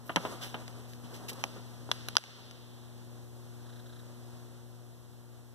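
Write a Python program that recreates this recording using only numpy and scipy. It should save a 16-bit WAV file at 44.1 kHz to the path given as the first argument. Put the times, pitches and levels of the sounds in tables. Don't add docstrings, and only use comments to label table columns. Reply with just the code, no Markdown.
import sys
import numpy as np
from scipy import signal
from scipy.fft import rfft, irfft, next_fast_len
from scipy.io import wavfile
from scipy.ndimage import map_coordinates

SR = 44100
rng = np.random.default_rng(int(sys.argv[2]) if len(sys.argv) > 2 else 0)


def int16_out(signal):
    q = np.round(np.clip(np.atleast_2d(signal).T, -1, 1) * 32767)
    wavfile.write(sys.argv[1], SR, q.astype(np.int16))


N = 244490


def amp(db):
    return 10 ** (np.asarray(db) / 20)


def unit(x):
    return x / np.sqrt(np.mean(x ** 2) + 1e-20)


def along(points, hz):
    f, v = np.transpose(points)
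    return np.interp(np.log(hz + 1), np.log(f + 1), v)


def curve(rows):
    return np.interp(np.arange(N) / SR, *np.transpose(rows))


def wobble(rate):
    points = rng.standard_normal(int(N * rate / SR) + 4)
    return map_coordinates(points, [np.arange(N) * rate / SR])


def filtered(x, response):
    n = x.shape[-1]
    padded = next_fast_len(n + SR // 10, True)
    spectrum = rfft(x, padded) * response(np.fft.rfftfreq(padded, 1 / SR))
    return irfft(spectrum, padded)[..., :n]


def causal(gain):
    cepstrum = irfft(np.log(np.maximum(gain, 1e-6)))
    half = len(cepstrum) // 2
    cepstrum[1:half] *= 2
    cepstrum[half + 1:] = 0
    return np.exp(rfft(cepstrum))


def resonance(f, hz, width):
    return 1j * f * width / (hz * hz - f * f + 1j * f * width)


def noise(colour):
    white = rng.standard_normal((2, N))
    return unit(filtered(white, lambda f: amp(along(colour, f))))


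def add(track, s, sound, db):
    size = np.sqrt(np.sum(sound ** 2) / (.004 * SR))
    part = track[:, round(s * SR):][:, :sound.shape[1]]
    part += amp(db) / size * sound[:, :part.shape[1]]


# start in seconds, level in dB, panel pitch in Hz, panel width as a
# fraction of its pitch, crease pitch in Hz, crease width as a fraction of its pitch, crease over panel
# in dB, fold pitch in Hz, fold over panel in dB, flutter level in dB, flutter time to fall 60 dB in
# seconds, level sent into the room relative to the snap in dB.
BUCKLES = [(0.16, -20, 805, 1.4, 3140, 0.38, 1, 6160, -7, -8, 0.019, 0.5),
           (0.6794, -43.5, 700, .85, 3500, 1.3, 2, 7900, 2, -18, .017, -5),
           (0.934, -49, 2100, .7, 4200, 0.49, 6, 6000, 2, -16, .017, -1),
           (1.4391, -24.5, 770, 0.5, 2460, 0.4, -4, 5590, -7.5, -22, 0.017, 1.5),
           (1.9151, -21, 1420, 1.2, 3400, 0.14, 7, 5200, -7, -24, 0.02, 2.5),
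           (2.0854, -31.5, 2200, 1.4, 3650, 0.75, 0, 11250, 12.5, -14, 0.014, 6),
           (2.1539, -36, 1260, 0.76, 3210, .6, -3, 5600, -12, -16.5, 0.016, -2),
           (2.1680, -13.5, 1550, 0.26, 3400, 0.28, 0.5, 4800, 1.5, -21.5, 0.019, 3),
           (2.1820, -27.5, 704, 0.55, 3000, .95, -1, 5500, -9, -14, 0.019, 4.5),
           (2.2385, -34, 700, 0.43, 2600, 0.93, -4.5, 5500, -13, -17, 0.021, 5),
           (2.511, -42.5, 1700, .5, 3720, 0.62, 9, 5330, 3, -18, 0.012, 0)]
# frequency in Hz, gain in dB.
SNAP_TONE = [(60, -7), (200, 1), (500, 0), (1500, 0), (2400, 3), (3500, -3.5), (5500, -1.5), (6500, -7.5),
             (8000, -13), (11000, -18), (14500, -24.5)]
# frequency in Hz, gain in dB.
CRACK_TONE = [(100, -12), (500, -4.5), (1300, 2), (2200, -3), (3200, 2), (4500, 0.5), (6000, -3),
              (7500, -8), (11000, -7), (14500, -16)]


def snaps(far_db=-9, spread=0.000335, fibre_db=-27, fibre_t60=0.02, fold_width=0.16):
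    direct, radiated = np.zeros((2, N)), np.zeros((2, N))
    t = np.arange(SR // 10) / SR
    for (s, db, panel_hz, panel_width, crease_hz, crease_width, crease_db, fold_hz, fold_db,
         flutter_db, flutter_t60, echo_db) in BUCKLES:
        flutter = amp(flutter_db - 60 * t / flutter_t60) * rng.standard_normal((2, len(t)))
        kick = flutter * (1 - np.exp(-t / 0.00014))
        kick[0, 0] += 1
        kick[1] *= amp(far_db)

        def paper(f):
            panel = resonance(f, panel_hz, panel_width * panel_hz)
            crease = amp(crease_db) * resonance(f, crease_hz, crease_width * crease_hz)
            fold = amp(fold_db) * resonance(f, fold_hz, fold_width * fold_hz)
            bending = np.exp(-4j * np.pi * spread * np.sqrt(f * panel_hz))
            return (panel + crease + fold) * bending * causal(amp(along(SNAP_TONE, f)))

        add(direct, s, filtered(kick, paper), db)
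        click = np.array([t == 0, t == 0]) * 1.0
        crack = filtered(click, lambda f: causal(amp(along(CRACK_TONE, f))))
        add(radiated, s, crack, db + echo_db)
        fibres = amp(-60 * t / fibre_t60) * rng.standard_normal((2, len(t)))
        crackle = filtered(fibres, lambda f: resonance(f, 10710, 6140))
        add(direct, s, crackle, fibre_db + 0.7 * db)
    return direct, radiated


# start in seconds, level in dB, brightness in Hz, air push over
# rattle in dB, time for the rattle to fall 60 dB in seconds.
FLEXES = [(0.0939, -28, 1870, 7, 0.053), (0.116, -45, 4000, 17, .1), (.1610, -28, 175, 15, 0.093),
          (0.1682, -21.5, 1600, 23.5, 0.059), (.200, -40.5, 1090, 3, 0.11),
          (0.2514, -27.5, 1850, 19, 0.057), (.2585, -36, 1500, 9, 0.12), (0.543, -30.5, 2550, 8, .055),
          (.565, -43.5, 2200, 0, 0.19), (1.035, -41, 260, 0, .25), (1.194, -45.5, 500, -3, .2),
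          (1.3170, -40, 670, 1, .13), (1.4400, -38, 804, 1, 0.11), (1.5600, -42, 750, -5, 0.15),
          (1.8899, -38.5, 760, 8, 0.064), (2.279, -43, 600, 0, 0.11), (2.382, -47, 646, 3, .15)]
# frequency in Hz, gain in dB.
SHEET_TONE = [(40, -34), (115, -3), (165, 7), (300, 0.5), (600, 5), (1100, 5), (1800, 1), (3000, 3.5),
              (6000, -13.5), (14000, -4)]
CRINKLES_PER_S = 450


def flaps(far_db=-9, grain_db=1.0, crinkle_db=9):
    track, t = np.zeros((2, N)), np.arange(SR // 6) / SR
    for s, db, bright_hz, push_db, t60 in FLEXES:
        rattle = amp(grain_db * wobble(643)[:len(t)]) * rng.standard_normal((2, len(t)))
        crinkles = (rng.random(len(t)) < CRINKLES_PER_S / SR) * rng.choice([-2, 2], len(t))
        rattle += amp(crinkle_db) * crinkles
        rattle *= amp(-60 * t / t60) * amp([[0], [far_db]])
        rattle[0, 0] += amp(push_db)

        def dull_sheet(f):
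            return causal(amp(along(SHEET_TONE, f)) / np.sqrt(1 + (f / bright_hz) ** 4))

        add(track, s, filtered(rattle, dull_sheet), db)
    return track


# start in seconds, rise in seconds, hold in seconds, time to
# fade by 60 dB in seconds, level in dB, treble tilt in dB per octave (well above 3000 Hz).
STROKES = [(.05, .015, .01, 0.28, -50, 15), (0.184, 0.025, 0.031, 0.42, -54.5, 2),
           (0.407, 0.022, 0.0054, 0.28, -41, -1.5), (0.426, .01, 0.014, 0.43, -50, 8),
           (.87, .025, .01, 0.41, -57, 6), (1.033, 0.01, 0.0084, 0.29, -57, -3.5),
           (1.131, 0.014, 0.02, 0.18, -50.5, 1), (1.281, 0.0079, 0.011, 0.067, -37, 3),
           (1.326, .005, 0.0028, .04, -44, 8), (1.386, 0.011, .01, 0.42, -55, 1)]
# frequency in Hz, gain in dB.
SCUFF_TONE = [(100, -7.5), (500, 1), (1200, -6), (2200, -0.5), (3500, -0.5), (5500, -1.5), (8000, -10.5),
              (11000, -11), (14500, -11)]
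CATCH_HZ, CATCH_WIDTH_HZ, CATCHES_PER_S = 2980, 350, 200


def slides(grain_db=3.0, far_db=-8, catch_db=-7, wander=.06, fingertips=3):
    track, age = np.zeros((2, N)), np.arange(SR // 2) / SR
    ports = amp([[0], [far_db]])
    for s, rise, hold, fade, db, tilt_db in STROKES:
        grain = amp(grain_db * wobble(1500)[:len(age)])
        slips = rng.standard_normal((2, len(age))) * grain * ports
        scuff = unit(filtered(
            slips, lambda f: amp(along(SCUFF_TONE, f) + tilt_db * np.log2(1 + f / 3000))))
        moments = rng.random((fingertips, 1, len(age))) < CATCHES_PER_S / SR
        catches = moments * rng.standard_normal((fingertips, 2, len(age))) * ports
        ring_hz = CATCH_HZ * np.exp(wander * rng.standard_normal((fingertips, 1, 1)))
        rings = filtered(catches, lambda f: resonance(f, ring_hz, CATCH_WIDTH_HZ))
        crackle = unit(rings.sum(0))
        swell = np.minimum(age / rise, 1)
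        stroke = swell * amp(db - 60 * np.maximum(age - rise - hold, 0) / fade)
        sound = (scuff + amp(catch_db - tilt_db) * crackle) * stroke / np.sqrt(2)
        track[:, round(s * SR):][:, :len(age)] += sound
    return track


# start in seconds, hold in seconds, level in dB.
HAND_MOVES = [(0.16, 0.15, -46), (1.04, 0.47, -53.5), (2.187, 0.18, -54)]
STIR_RISE_DB_PER_S = 75
STIR_FADE_DB_PER_S = 19.5


def stir(lumpy_db=3.0):
    t = np.arange(N) / SR
    levels_db = []
    for s, hold, db in HAND_MOVES:
        rise_db = STIR_RISE_DB_PER_S * np.maximum(s - t, 0)
        fade_db = STIR_FADE_DB_PER_S * np.maximum(t - s - hold, 0)
        levels_db.append(db - rise_db - fade_db)
    level_db = np.max(levels_db, axis=0)
    rustle = noise([(40, -7.0), (150, 3.5), (400, 3.5), (1200, -1.5), (2200, -13.5),
                    (5000, -13.5), (14000, -22.0)])
    return amp(level_db + lumpy_db * wobble(24.75)) * rustle * amp([[-3], [-10]])


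# frequency in Hz, time to fall 60 dB in seconds.
ROOM_T60 = [(150, 0.61), (800, 0.45), (3500, 1.97), (6000, 1.15), (12000, 0.43)]
# frequency in Hz, gain in dB.
ECHO_TONE = [(150, -8), (1000, 0.5), (1800, 1.5), (3500, -0.5), (6000, 1.5), (8000, -1.5), (12000, -5.5)]


def room(x, wet_db=-19, near_db=-21, near_t60=0.24):
    hz, t, z = signal.stft(rng.standard_normal((2, SR * 3 // 2)), SR, nperseg=256)
    decay_db = along(ECHO_TONE, hz)[:, None] - 60 * t / along(ROOM_T60, hz)[:, None]
    tail = signal.istft(z * amp(decay_db), SR, nperseg=256)[1]
    t = np.arange(tail.shape[1]) / SR
    tail *= 1 - np.exp(-t / 0.033)
    near = rng.standard_normal(tail.shape) * amp(-60 * t / near_t60) * (1 - np.exp(-t / 0.0023))
    answer = amp(wet_db) * tail / np.linalg.norm(tail) + amp(near_db) * near / np.linalg.norm(near)
    return signal.fftconvolve(x[:1], answer * amp([[1], [-2]]), axes=1)[:, :N]


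# pitch in Hz, width in Hz, level in dB.
TICK_RINGS = [(1570, 165, 4.5), (3400, 300, -4.5), (3750, 130, 4.5)]
TICK_STARTS = [3.6595, 3.8595]
TICK_PERIOD_S, TICK_DB = .0332, -54.5


def ticking(length=0.013, step_hz=430, speedup_hz_per_s=22000, rough=0.035, far_db=-7,
            uneven_db=0.85, count=5):
    track, t = np.zeros((2, N)), np.arange(SR // 30) / SR
    steps = np.diff(np.floor(step_hz * t + speedup_hz_per_s * t * t / 2), prepend=-1)
    burst = amp([[0], [far_db]]) / (1 + (t / length) ** 16)

    def ringing(f):
        return sum(amp(db) * resonance(f, hz, width) for hz, width, db in TICK_RINGS)

    for start in TICK_STARTS:
        for s in start + TICK_PERIOD_S * np.arange(count):
            rasp = (steps + rough * rng.standard_normal((2, len(t)))) * burst
            add(track, s, filtered(rasp, ringing), TICK_DB + uneven_db * rng.standard_normal())
    return track


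# frequency in Hz, gain in dB.
AIR_TONE = [(25, -9), (50, -1), (90, 7.5), (170, 2), (300, -4), (600, -3.5), (1000, -7), (1500, -11),
            (2100, -15.5), (3500, -14.5), (5000, -15.5), (8000, -21.5), (14500, -35.5)]


def ventilation(air_db=-57):
    return noise(AIR_TONE) * amp(air_db + 0.72 * wobble(11)) * amp([[0], [-3]])


MAINS_HZ = 60
# harmonic number, left level in dB, right level in dB, angle by which the right
# leads in radians, change with the sheet held close in dB.
HUM_HARMONICS = [(2, -47, -54.5, 2.16, 0.8), (4, -56, -57, 1.23, -1.85), (5, -70, -73, 1.2, 0.5),
                 (6, -74, -63.5, 0.544, 4), (8, -68.5, -65, 1.8, 1.2), (9, -78, -72.5, 1, -0.5),
                 (10, -75, -74.5, 0.76, -2), (12, -72.5, -75, 0.096, -1)]
# time in seconds, closeness from 0 to 1.
CLOSENESS = [(1.9, 0), (2.8, 1)]


def hum(waver_db=0.63):
    t, out = np.arange(N) / SR, np.zeros((2, N))
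    for order, left_db, right_db, lead, close_db in HUM_HARMONICS:
        phase = 2 * np.pi * round(order) * MAINS_HZ * t
        change_db = close_db * curve(CLOSENESS) + waver_db * wobble(7)
        level_db = np.array([[left_db], [right_db]]) + change_db
        waves = np.cos([phase - lead / 2, phase + lead / 2])
        out += np.sqrt(2) * amp(level_db) * waves
    return out


# frequency in Hz, right over left in dB.
RIGHT_OVER_LEFT = [(100, -3), (400, 0), (5000, 0), (8000, 2.5), (13000, 7)]
# frequency in Hz, angle in radians.
WIDEST_ANGLE = [(60, 2.37), (120, 2.29), (250, 1.38), (450, 0.93), (1000, 0.59)]
PORT_LAG = 18.8 / 44100


def stereo(ports):
    def turn(f):
        angle = np.minimum(np.pi - 2 * np.pi * f * PORT_LAG, along(WIDEST_ANGLE, f))
        return np.exp(1j * angle)

    pair = ports + filtered(ports[::-1], turn)
    return filtered(pair, lambda f: amp(along(RIGHT_OVER_LEFT, f) * np.array([[-.5], [.5]])))


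# time in seconds, level in dB.
BACKGROUND_LEVEL = [(.12, -3), (.3, 0.46), (4.45, 0), (4.5, -1.5), (5.1, -4)]


def scene():
    direct, radiated = snaps()
    handling = flaps() + slides() + stir()
    ports = direct + handling + room(radiated + handling) + ticking()
    background = stereo(ventilation()) + hum()
    return stereo(ports) + amp(curve(BACKGROUND_LEVEL)) * background


def gain_control(x, threshold_db=-17, depth_db=12, release=0.36):
    size = SR // 250
    power = signal.lfilter(np.ones(size) / size, 1, np.mean(x ** 2, axis=0))
    power_db = 10 * np.log10(np.abs(power) + 1e-12)
    overload = np.clip((power_db - threshold_db) / 2, 0, 1)
    fade = np.exp(-np.arange(N) / SR / release)
    held = np.maximum.accumulate(overload / fade) * fade
    attack = np.exp(-1 / (0.0019 * SR))
    return x * amp(-depth_db * signal.lfilter([1 - attack], [1, -attack], held))


# frequency in Hz, gain in dB.
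HISS_TONE = [(100, -12), (2500, -39.5), (4700, -10), (7000, 2.5), (14000, 3)]
TOP_HZ = 14300
CEILING = .95


def record(dry, port_hiss_db=-64.5, circuit_hiss_db=-67):
    balance = amp([[-3], [0]])
    port_hiss = amp(port_hiss_db + curve(BACKGROUND_LEVEL)) * balance * noise(HISS_TONE)
    circuit_hiss = amp(circuit_hiss_db) * balance * noise(HISS_TONE)
    out = gain_control(dry + port_hiss) + circuit_hiss
    out = out / (1 + np.abs(out / CEILING) ** 12) ** (1 / 12)
    return filtered(out, lambda f: 1 / (1 + (f / TOP_HZ) ** 200))


dry = scene()
out = record(dry)
int16_out(out)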